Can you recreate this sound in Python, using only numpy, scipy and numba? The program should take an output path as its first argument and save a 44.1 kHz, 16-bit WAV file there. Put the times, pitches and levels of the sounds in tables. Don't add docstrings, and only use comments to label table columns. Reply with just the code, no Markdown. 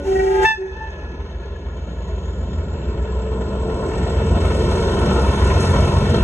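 import sys
import numpy as np
from scipy import signal
from scipy.fft import rfft, irfft, next_fast_len
from scipy.io import wavfile
from scipy.ndimage import uniform_filter1d
from numba import njit

SR = 44100
rng = np.random.default_rng(int(sys.argv[2]) if len(sys.argv) > 2 else 0)


def generate_wav(sig):
    pcm = np.round(np.clip(np.atleast_2d(sig).T, -1, 1) * 32767).astype(np.int16)
    wavfile.write(sys.argv[1], SR, pcm)


N = 274743
TIME = np.arange(N) / SR
SIZE = next_fast_len(N + SR)
FREQ = np.maximum(np.fft.rfftfreq(SIZE, 1 / SR), 1)

BREAK_S, BREAK_LENGTH_S = .435, 0.019
DIP_S = 0.447


def undb(db):
    return 10 ** (np.asarray(db) / 20)


def curves(table):
    s, *columns = np.transpose(table)
    return [np.interp(TIME, s, column) for column in columns]


def over_freq(table, hz=FREQ):
    f, *columns = np.transpose(table)
    return [np.interp(np.log(hz), np.log(f), column) for column in columns]


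def filtered(x, response):
    return irfft(rfft(x, SIZE) * response, SIZE)[..., :N]


def unit(x):
    return x / np.sqrt(np.mean(x ** 2))


def walk(rate):
    hold = int(SR / rate)
    steps = np.repeat(rng.standard_normal(N // hold + 1), hold)
    return 1.87 * uniform_filter1d(uniform_filter1d(steps, hold), hold)[:N]


def bump(s, half_s):
    return np.clip(1 - abs(TIME - s) / half_s, 0, 1)


def tail(t60):
    t = np.arange(int(t60 * SR)) / SR
    decay = rng.standard_normal((2, len(t))) * undb(-60 * t / t60)
    energy = np.sum(decay ** 2, axis=1, keepdims=True)
    return rfft(decay / np.sqrt(energy), SIZE)


@njit
def svf(x, hz, width):
    y, b, l = np.empty(len(x)), 0., 0.
    for i in range(len(x)):
        g, k = np.tan(np.pi * hz[i] / SR), width / hz[i]
        v = (b + g * (x[i] - l)) / (1 + g * (g + k))
        b, l, y[i] = 2 * v - b, l + 2 * g * v, k * v
    return y


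def tone(turns, db, start=None):
    if start is None:
        start = rng.random()
    return np.sqrt(2) * undb(db) * np.sin(2 * np.pi * (turns + start))


def ports(notch_scale):
    # f/Hz, reflection against direct/dB, difference of the ports against their sum/dB,
    # share of that difference that is the reflection/0-1
    bounce_table = [(154, -12, -42, .3), (293, -3, -27.5, 0), (595, -2.5, -13.5, 0.3), (800, -4, -8, 0.6),
                    (1220, -1.5, -6.5, 0.4), (1680, -1.5, -1.5, .8), (2130, 0, 1.5, .8),
                    (2700, -3, -11.5, .7), (3020, -2, 0, .6), (3380, -1.5, 3, .5), (3750, 0.5, 10, .4),
                    (4350, -0.5, 4.5, .3), (4600, 0, 14, .3), (5080, 3.5, 15.5, .3), (5830, -11, -0.5, .3),
                    (6150, -13.5, -14, .3), (6400, -26.5, -12, .3), (7190, -20, -15, .3),
                    (9290, -29.5, 27.5, .3), (10270, -33, 34, .3), (10280, -23, -19, .3)]
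    notches_hz = [290, 780, 1180, 1640, 2040, 2430, 2880, 3330, 3830, 4200, 4660, 5040, 5450]
    # f/Hz, phase lag/rad
    port_lag = [(20, 0), (100, .05), (200, .1), (500, .3), (1000, .5), (1400, 0)]
    # f/Hz, level/dB
    scatter = [(60, -27.5), (150, -46.5), (300, -26), (700, -11.5), (1500, -12.5), (2600, -23.5),
               (5000, -31), (6500, -20.5), (11000, -25)]
    bounce_db, side_db, share = over_freq(bounce_table)
    bounce, share = undb(bounce_db), np.clip(share, 0, 1)
    marks_hz = np.array([0, *notches_hz, SR]) * notch_scale
    lag_turns = np.interp(FREQ, marks_hz, [0, *np.arange(len(notches_hz)) + .5, SR / 430])
    echo = np.exp(-2j * np.pi * lag_turns)
    mid = (1 + bounce * echo) / np.sqrt(1 + bounce ** 2)
    reflected = share * (1 - echo) / np.sqrt(2)
    diffuse = np.sqrt(1 - share ** 2) * tail(0.17)[0]
    side = undb(side_db) * (reflected + diffuse)
    pair = np.array([mid + side, mid - side]) / np.sqrt(1 + undb(2 * side_db))
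    lag = np.exp(-1j * np.outer((0, 1), over_freq(port_lag)[0]))
    return pair * lag + undb(over_freq(scatter)[0]) * tail(0.24)


def late(shrill, horn_ports):
    # delay/s, level/dB, treble limit/Hz
    return_table = [(0.141, -33, 1130), (.25, -31, 1100), (.31, -26, 2000), (0.357, -8.5, 700),
                    (.42, -33, 3000), (0.585, -31, 1800)]
    tail_bands_hz = (880, 1770, 2650, 3530, 5000)
    returns = 0
    for delay_s, db, limit_hz in return_table:
        dull = filtered(shrill, 1 / (1 + (FREQ / limit_hz) ** 2))
        returns = returns + undb(db) * np.roll(dull, int(delay_s * SR))
    wash = undb(-17) * filtered(shrill, tail(1.3) / (1 + (FREQ / 7000) ** 2))
    patchy_db, broken = 4, 0
    for row in np.eye(len(tail_bands_hz)):
        share = np.interp(FREQ, tail_bands_hz, row)
        broken = broken + filtered(wash, share) * undb(patchy_db * walk(70))
    return broken + filtered(returns * undb(2 * walk(36)), horn_ports)


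def throb(cycles, per_cycle, decay, scatter_db):
    turns = per_cycle * cycles
    size = undb(scatter_db * rng.standard_normal(1000))[turns.astype(int)]
    return uniform_filter1d(size * np.exp(-(turns % 1) / decay), size=400)


def roar(cycles, layers_db):
    # f/Hz, level per Hz/dB
    roar_colour = [(22, -29), (36, -20.5), (60, 1), (100, -18.5), (200, -11.5), (290, -2), (380, -5),
                   (520, -16), (650, -17.5), (1000, -24), (1600, -28.5), (2500, -33), (3300, -30.5),
                   (4000, -34.5), (5000, -47.5), (5500, -42.5), (6200, -54.5), (9000, -61), (11500, -65.5)]
    noise = rfft(rng.standard_normal(SIZE)) * undb(over_freq(roar_colour)[0])
    edges_hz, share_db = (30, 250, 650, 1500, 5000), (-6.5, 1.44, 1.2, 0.95)
    gains_db = []
    for low_hz, high_hz, db, share in zip(edges_hz, edges_hz[1:], layers_db, share_db):
        inside = noise[(FREQ > low_hz) & (FREQ < high_hz)]
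        rms = np.sqrt(np.sum(abs(inside) ** 2) * 2) / SIZE
        gains_db.append(db + share - 20 * np.log10(rms))
    slow_puffs = throb(cycles, per_cycle=3, decay=1.0, scatter_db=1.0)
    fast_puffs = throb(cycles, per_cycle=13, decay=0.66, scatter_db=4.5)
    puffs = unit(.5 + slow_puffs + 0.99 * fast_puffs)
    out = 0
    for octave in np.arange(-5.3, 3.7, 1 / 3):
        distance = np.clip(3 * (np.log2(FREQ / 1000) - octave), -1, 1)
        band = irfft(noise * np.cos(np.pi / 2 * distance) ** 2, SIZE)[:N]
        place = np.interp(octave, (-2.6, -1.2, 0, 1.2), (0, 1, 2, 3))
        db = sum(max(0, 1 - abs(place - k)) * gain for k, gain in enumerate(gains_db))
        gate = min(place / 2.0, 1)
        out = out + band * undb(db + 0.95 * walk(12)) * (1 - gate + gate * puffs)
    return out


def drone(cycles, rumble_db, middle_db):
    strong_orders = [9, 12, 18, 31.5, 63]
    # exhaust against the rumble, generator against the middle/dB
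    strong_db = [-1.5, -2.5, -10.5, -9, -5.5]
    # t/s, half width/s, depth/dB
    fade_table = [
        [(.7, 0.99, 4.5), (3.75, 0.29, 6), (4.75, 0.4, 9), (5.9, 0.42, 31)],
        [(3.5, 0.79, 19), (5.15, 0.43, 8), (6.25, 0.69, 9.5)],
        [(1.5, 3, 14.5), (4.9, 0.62, 8)],
        [(2.7, 0.28, 6), (5.6, 0.47, 4)],
        [(2.2, 1, 16), (4.9, 0.88, 8.5), (5.55, 0.57, 26), (6.3, .4, 9)],
    ]
    weak_orders = [6, 7, 8, 10, 11, 13, 14, 15, 16, 19, 20, 21, 22, 23, 25, 26, 27, 28, 29]
    weak_db = [-16, -24.5, -12.5, -21, -14, -19, -25, -19.5, -23, -23, -26.5, -17.5, -28, -17, -17.5, -29.5,
               -20.5, -15.5, -17.5]
    strong = 0
    for k, db, fades in zip(strong_orders, strong_db, fade_table):
        faded_db = sum(depth_db * bump(s, half_s) for s, half_s, depth_db in fades)
        generator = k > 20
        turns = k * cycles + generator * .055 * walk(9)
        base_db = middle_db if generator else rumble_db
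        strong = strong + tone(turns, base_db + db - faded_db + 1.3 * walk(8))
    nearer_db = np.interp(TIME, (3, 6.2), (-0.5, 1.5))
    weak = 0
    for k, db in zip(weak_orders, weak_db):
        weak = weak + tone(k * cycles, rumble_db + db + 2.0 * walk(4) + (k > 17) * nearer_db)
    return strong + weak


def turbo(cycles):
    # t/s, f/Hz, level/dB
    whistle_path = [(0, 6040, -63), (1.2, 6310, -64), (2.2, 6820, -60), (3.0, 7470, -58),
                    (3.5, 7760, -55.5), (4.1, 7930, -49.5), (4.7, 8100, -45.5), (5.5, 8320, -43.5),
                    (6.23, 8120, -47.5)]
    hz, db = curves(whistle_path)
    hz = hz * (1 + .007 * walk(15))
    whistle = unit(svf(svf(rng.standard_normal(N), hz, 750.), hz, 750.))
    hiss = rng.standard_normal(N)
    for _ in range(3):
        hiss = svf(hiss, 0.67 * hz, 5700.0)
    hiss_db = np.interp(TIME, (1, 4, 5.5), (-3, 0., 3))
    shake = unit(.6 + throb(cycles, per_cycle=6, decay=.5, scatter_db=3.2))
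    return undb(db + 0.66 * walk(5)) * shake * (whistle + undb(hiss_db) * unit(hiss))


def low_tone():
    # start t/s, attack/s, stop t/s, release t60/s, f once swollen/Hz,
    # level before that of each partial/dB
    low_notes = [(.03, 0.072, 0.443, 0.057, 385.6, -16.5), (0.572, 0.033, 0.644, 0.36, 381.2, -23.5)]
    onset_sharp_hz = 4.7
    size, hz = 1e-4, 0
    for start, attack, stop, t60, note_hz, db in low_notes:
        swell = np.clip((TIME - start) / attack, 0, 1)
        size = size + swell * undb(db - 60 * np.maximum(TIME - stop, 0) / t60)
        hz = np.where(TIME >= start, note_hz + onset_sharp_hz * (1 - swell), hz)
    return hz, 20 * np.log10(size)


def high_tone():
    # t/s, level/dB
    high_level = [(.03, -48), (.06, -34), (.1, -55), (.436, -18.5), (.456, -15), (.475, -21), (.49, -18),
                  (.496, -24), (.515, -22.5), (.527, -29.5), (.55, -38), (.575, -51)]
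    sag_s = (.33, 0.52)
    sag_path_hz, shrill_hz = (870, 855), 882.6
    droop_s, droop_hz_per_s = .515, 350
    veiled_db, bright_db = -22, 2
    spent_s, spent_db = .515, 4
    flip = np.clip((TIME - BREAK_S) / BREAK_LENGTH_S, 0, 1)
    creep_hz = np.interp(TIME, sag_s, sag_path_hz)
    droop_hz = droop_hz_per_s * np.clip(TIME - droop_s, 0, .1)
    hz = creep_hz + flip * (shrill_hz - creep_hz) - droop_hz
    spent = np.clip((TIME - spent_s) / BREAK_LENGTH_S, 0, 1)
    overtone_db = veiled_db + flip * (bright_db - veiled_db) + spent * spent_db
    return hz, curves(high_level)[0], overtone_db


def air_db():
    full_db, full_s, attack_db_per_s = -39.5, 0.069, 250
    fade_s, fade_db_per_s = 0.46, 227
    burst_db, burst_half_s = 12.5, 0.023
    rise_db = attack_db_per_s * np.maximum(full_s - TIME, 0)
    fade_db = fade_db_per_s * np.clip(TIME - fade_s, 0, .5)
    return full_db - rise_db - fade_db + burst_db * bump(BREAK_S, burst_half_s)


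def horn():
    partials = [(1, 0, 0), (1, -1, 0), (1, 1, 0), (2, 0, 0), (2, -1, 0), (4, -2, 0), (4, -1, 0), (5, -1, 0),
                (5, -2, 0), (6, -1, 0), (6, -2, 0), (7, -1, 0), (7, -2, 0), (-1, 0, 1), (1, 0, 1),
                (2, -1, 1), (2, 0, 1), (3, -1, 1), (4, -1, 1), (6, -1, 1), (0, 1, 1), (0, -1, 1), (0, 0, 1),
                (0, 0, 2), (0, 0, 3), (0, 0, 4), (0, 0, 5), (0, 0, 6), (0, 0, 7), (0, 0, 8), (0, 0, 9),
                (0, 0, 12), (4, 0, 0), (5, 0, 0), (6, 0, 0), (7, 0, 0), (5, -1, 1), (7, -1, 1), (1, 0, 2),
                (-1, 0, 3), (1, 0, 6), (1, 0, 7)]
    partials_db = [3, -14.5, -23.5, -7.5, -10.5, -34, -38, -24, -29, -34, -40, -43, -48, -10.5, -1, 0.5, -3,
                   -8.5, -17, -16.5, -12, -6, 1.5, 3.5, -7, -13.5, -26, -20.5, -29, -37.5, -34.5, -40.5,
                   -43, -26.5, -36.5, -38, -21, -18, -2, -1.5, -18, -16]
    # t/s, level/dB
    edge_path = [(.05, -18), (.1, -9.5), (.16, 0), (.21, 4), (.24, -8.5), (.28, -1), (.4, -6.5),
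                 (.47, 13.5), (.56, -9)]
    # f/Hz, level per Hz/dB
    air_colour = [(200, -10.5), (600, -13.5), (1600, 1.5), (3000, -4), (4200, -8.5), (5500, -5.5),
                  (7000, -10), (9000, -12.5), (11500, -22)]
    # f/Hz, level at t = 0/dB, t60/s
    earlier_note = [(289, -23.5, 1), (565, -34, 0.3), (813, -47.5, 0.63), (1460, -45, 0.4)]
    low_hz, low_db = low_tone()
    high_hz, high_db, bright_db = high_tone()
    low, high = np.cumsum(low_hz) / SR, np.cumsum(high_hz) / SR
    beat = 26 * (TIME - 0.1613)
    edge_path_db = curves(edge_path)[0]
    edge_db = edge_path_db + 1.3 * walk(30)
    octave_db = np.where(TIME < DIP_S, .3, 1.3) * edge_path_db
    rough, shrill = 0, 0
    for (a, b, c), db in zip(partials, partials_db):
        turns = a * low + b * beat + c * high
        if c == 0:
            level_db = low_db + db
            if a > 2:
                level_db = level_db + edge_db + 2.2 * walk(40)
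            elif a == 2:
                level_db = level_db + octave_db
            rough = rough + tone(turns, level_db, start=0)
        elif a or b:
            level_db = low_db + 10.0 + high_db + db + bright_db * (c > 1)
            rough = rough + tone(turns, level_db, start=0)
        else:
            level_db = high_db + db + bright_db * (c > 1) + 0.38 * walk(46.0)
            shrill = shrill + tone(turns, level_db, start=.4)
    breath = unit(filtered(rng.standard_normal(N), undb(over_freq(air_colour)[0])))
    air = breath * undb(air_db() + 0.5 * np.cos(2 * np.pi * beat))
    earlier = sum(tone(hz * TIME, db - 60 * TIME / t60) for hz, db, t60 in earlier_note)
    sounding = np.clip((1.3 - TIME) / 0.25, 0, 1)
    echoing = shrill * np.clip((TIME - BREAK_S) / BREAK_LENGTH_S, 0, 1)
    return (rough + shrill + air + earlier) * sounding, echoing


def scene():
    # t/s, four-stroke cycle rate f/Hz
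    cycle_path = [(0, 5.99), (.6, 6.115), (.95, 6.27), (1.3, 6.355), (2.1, 6.52), (3.0, 6.865),
                  (3.55, 6.995), (4.5, 7.087), (5.5, 7.372), (6.23, 7.524)]
    # t/s, rumble level/dB, middle level/dB, upper middle level/dB, top level/dB
    roar_path = [(0, -34.5, -36.5, -46, -50.5), (1.1, -32, -38, -44, -51.5), (1.7, -31, -37, -43, -51),
                 (2.3, -26.5, -34, -42, -50), (2.9, -25, -32, -40, -48.5), (3.4, -22.5, -29, -35.5, -48),
                 (3.8, -23.5, -26, -31, -44), (4.2, -20.5, -23.5, -33, -39.5),
                 (4.7, -19.5, -21.5, -27.5, -37), (5.2, -18.5, -21.5, -26, -35),
                 (5.7, -16, -23, -24, -33.5), (6.23, -14, -23, -28, -36)]
    cycles = np.cumsum(curves(cycle_path)[0]) / SR
    rumble_db, middle_db, *upper_db = curves(roar_path)
    fall_s, hold_s, rise_s, depth_db = 0.047, 0.14, 0.14, -9
    dip_times = np.cumsum((DIP_S, fall_s, hold_s, rise_s))
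    dip = undb(depth_db * np.interp(TIME, dip_times, (0, 1, 1, 0)))
    blast, shrill = horn()
    wavering_rumble_db = rumble_db + 3.5 * walk(8.1)
    engine = drone(cycles, rumble_db, middle_db)
    engine = engine + roar(cycles, (wavering_rumble_db, middle_db, *upper_db))
    horn_ports = ports(1.024)
    near = filtered(dip * engine + turbo(cycles), ports(1)) + filtered(blast, horn_ports)
    return near + dip * late(shrill, horn_ports)


def record(dry):
    low_cut_hz, top_hz = 32, 11700
    dry = signal.sosfilt(signal.butter(2, low_cut_hz, "high", fs=SR, output="sos"), dry)
    return signal.sosfilt(signal.ellip(10, .2, 80, top_hz, fs=SR, output="sos"), dry)


dry = scene()
out = record(dry)
generate_wav(out)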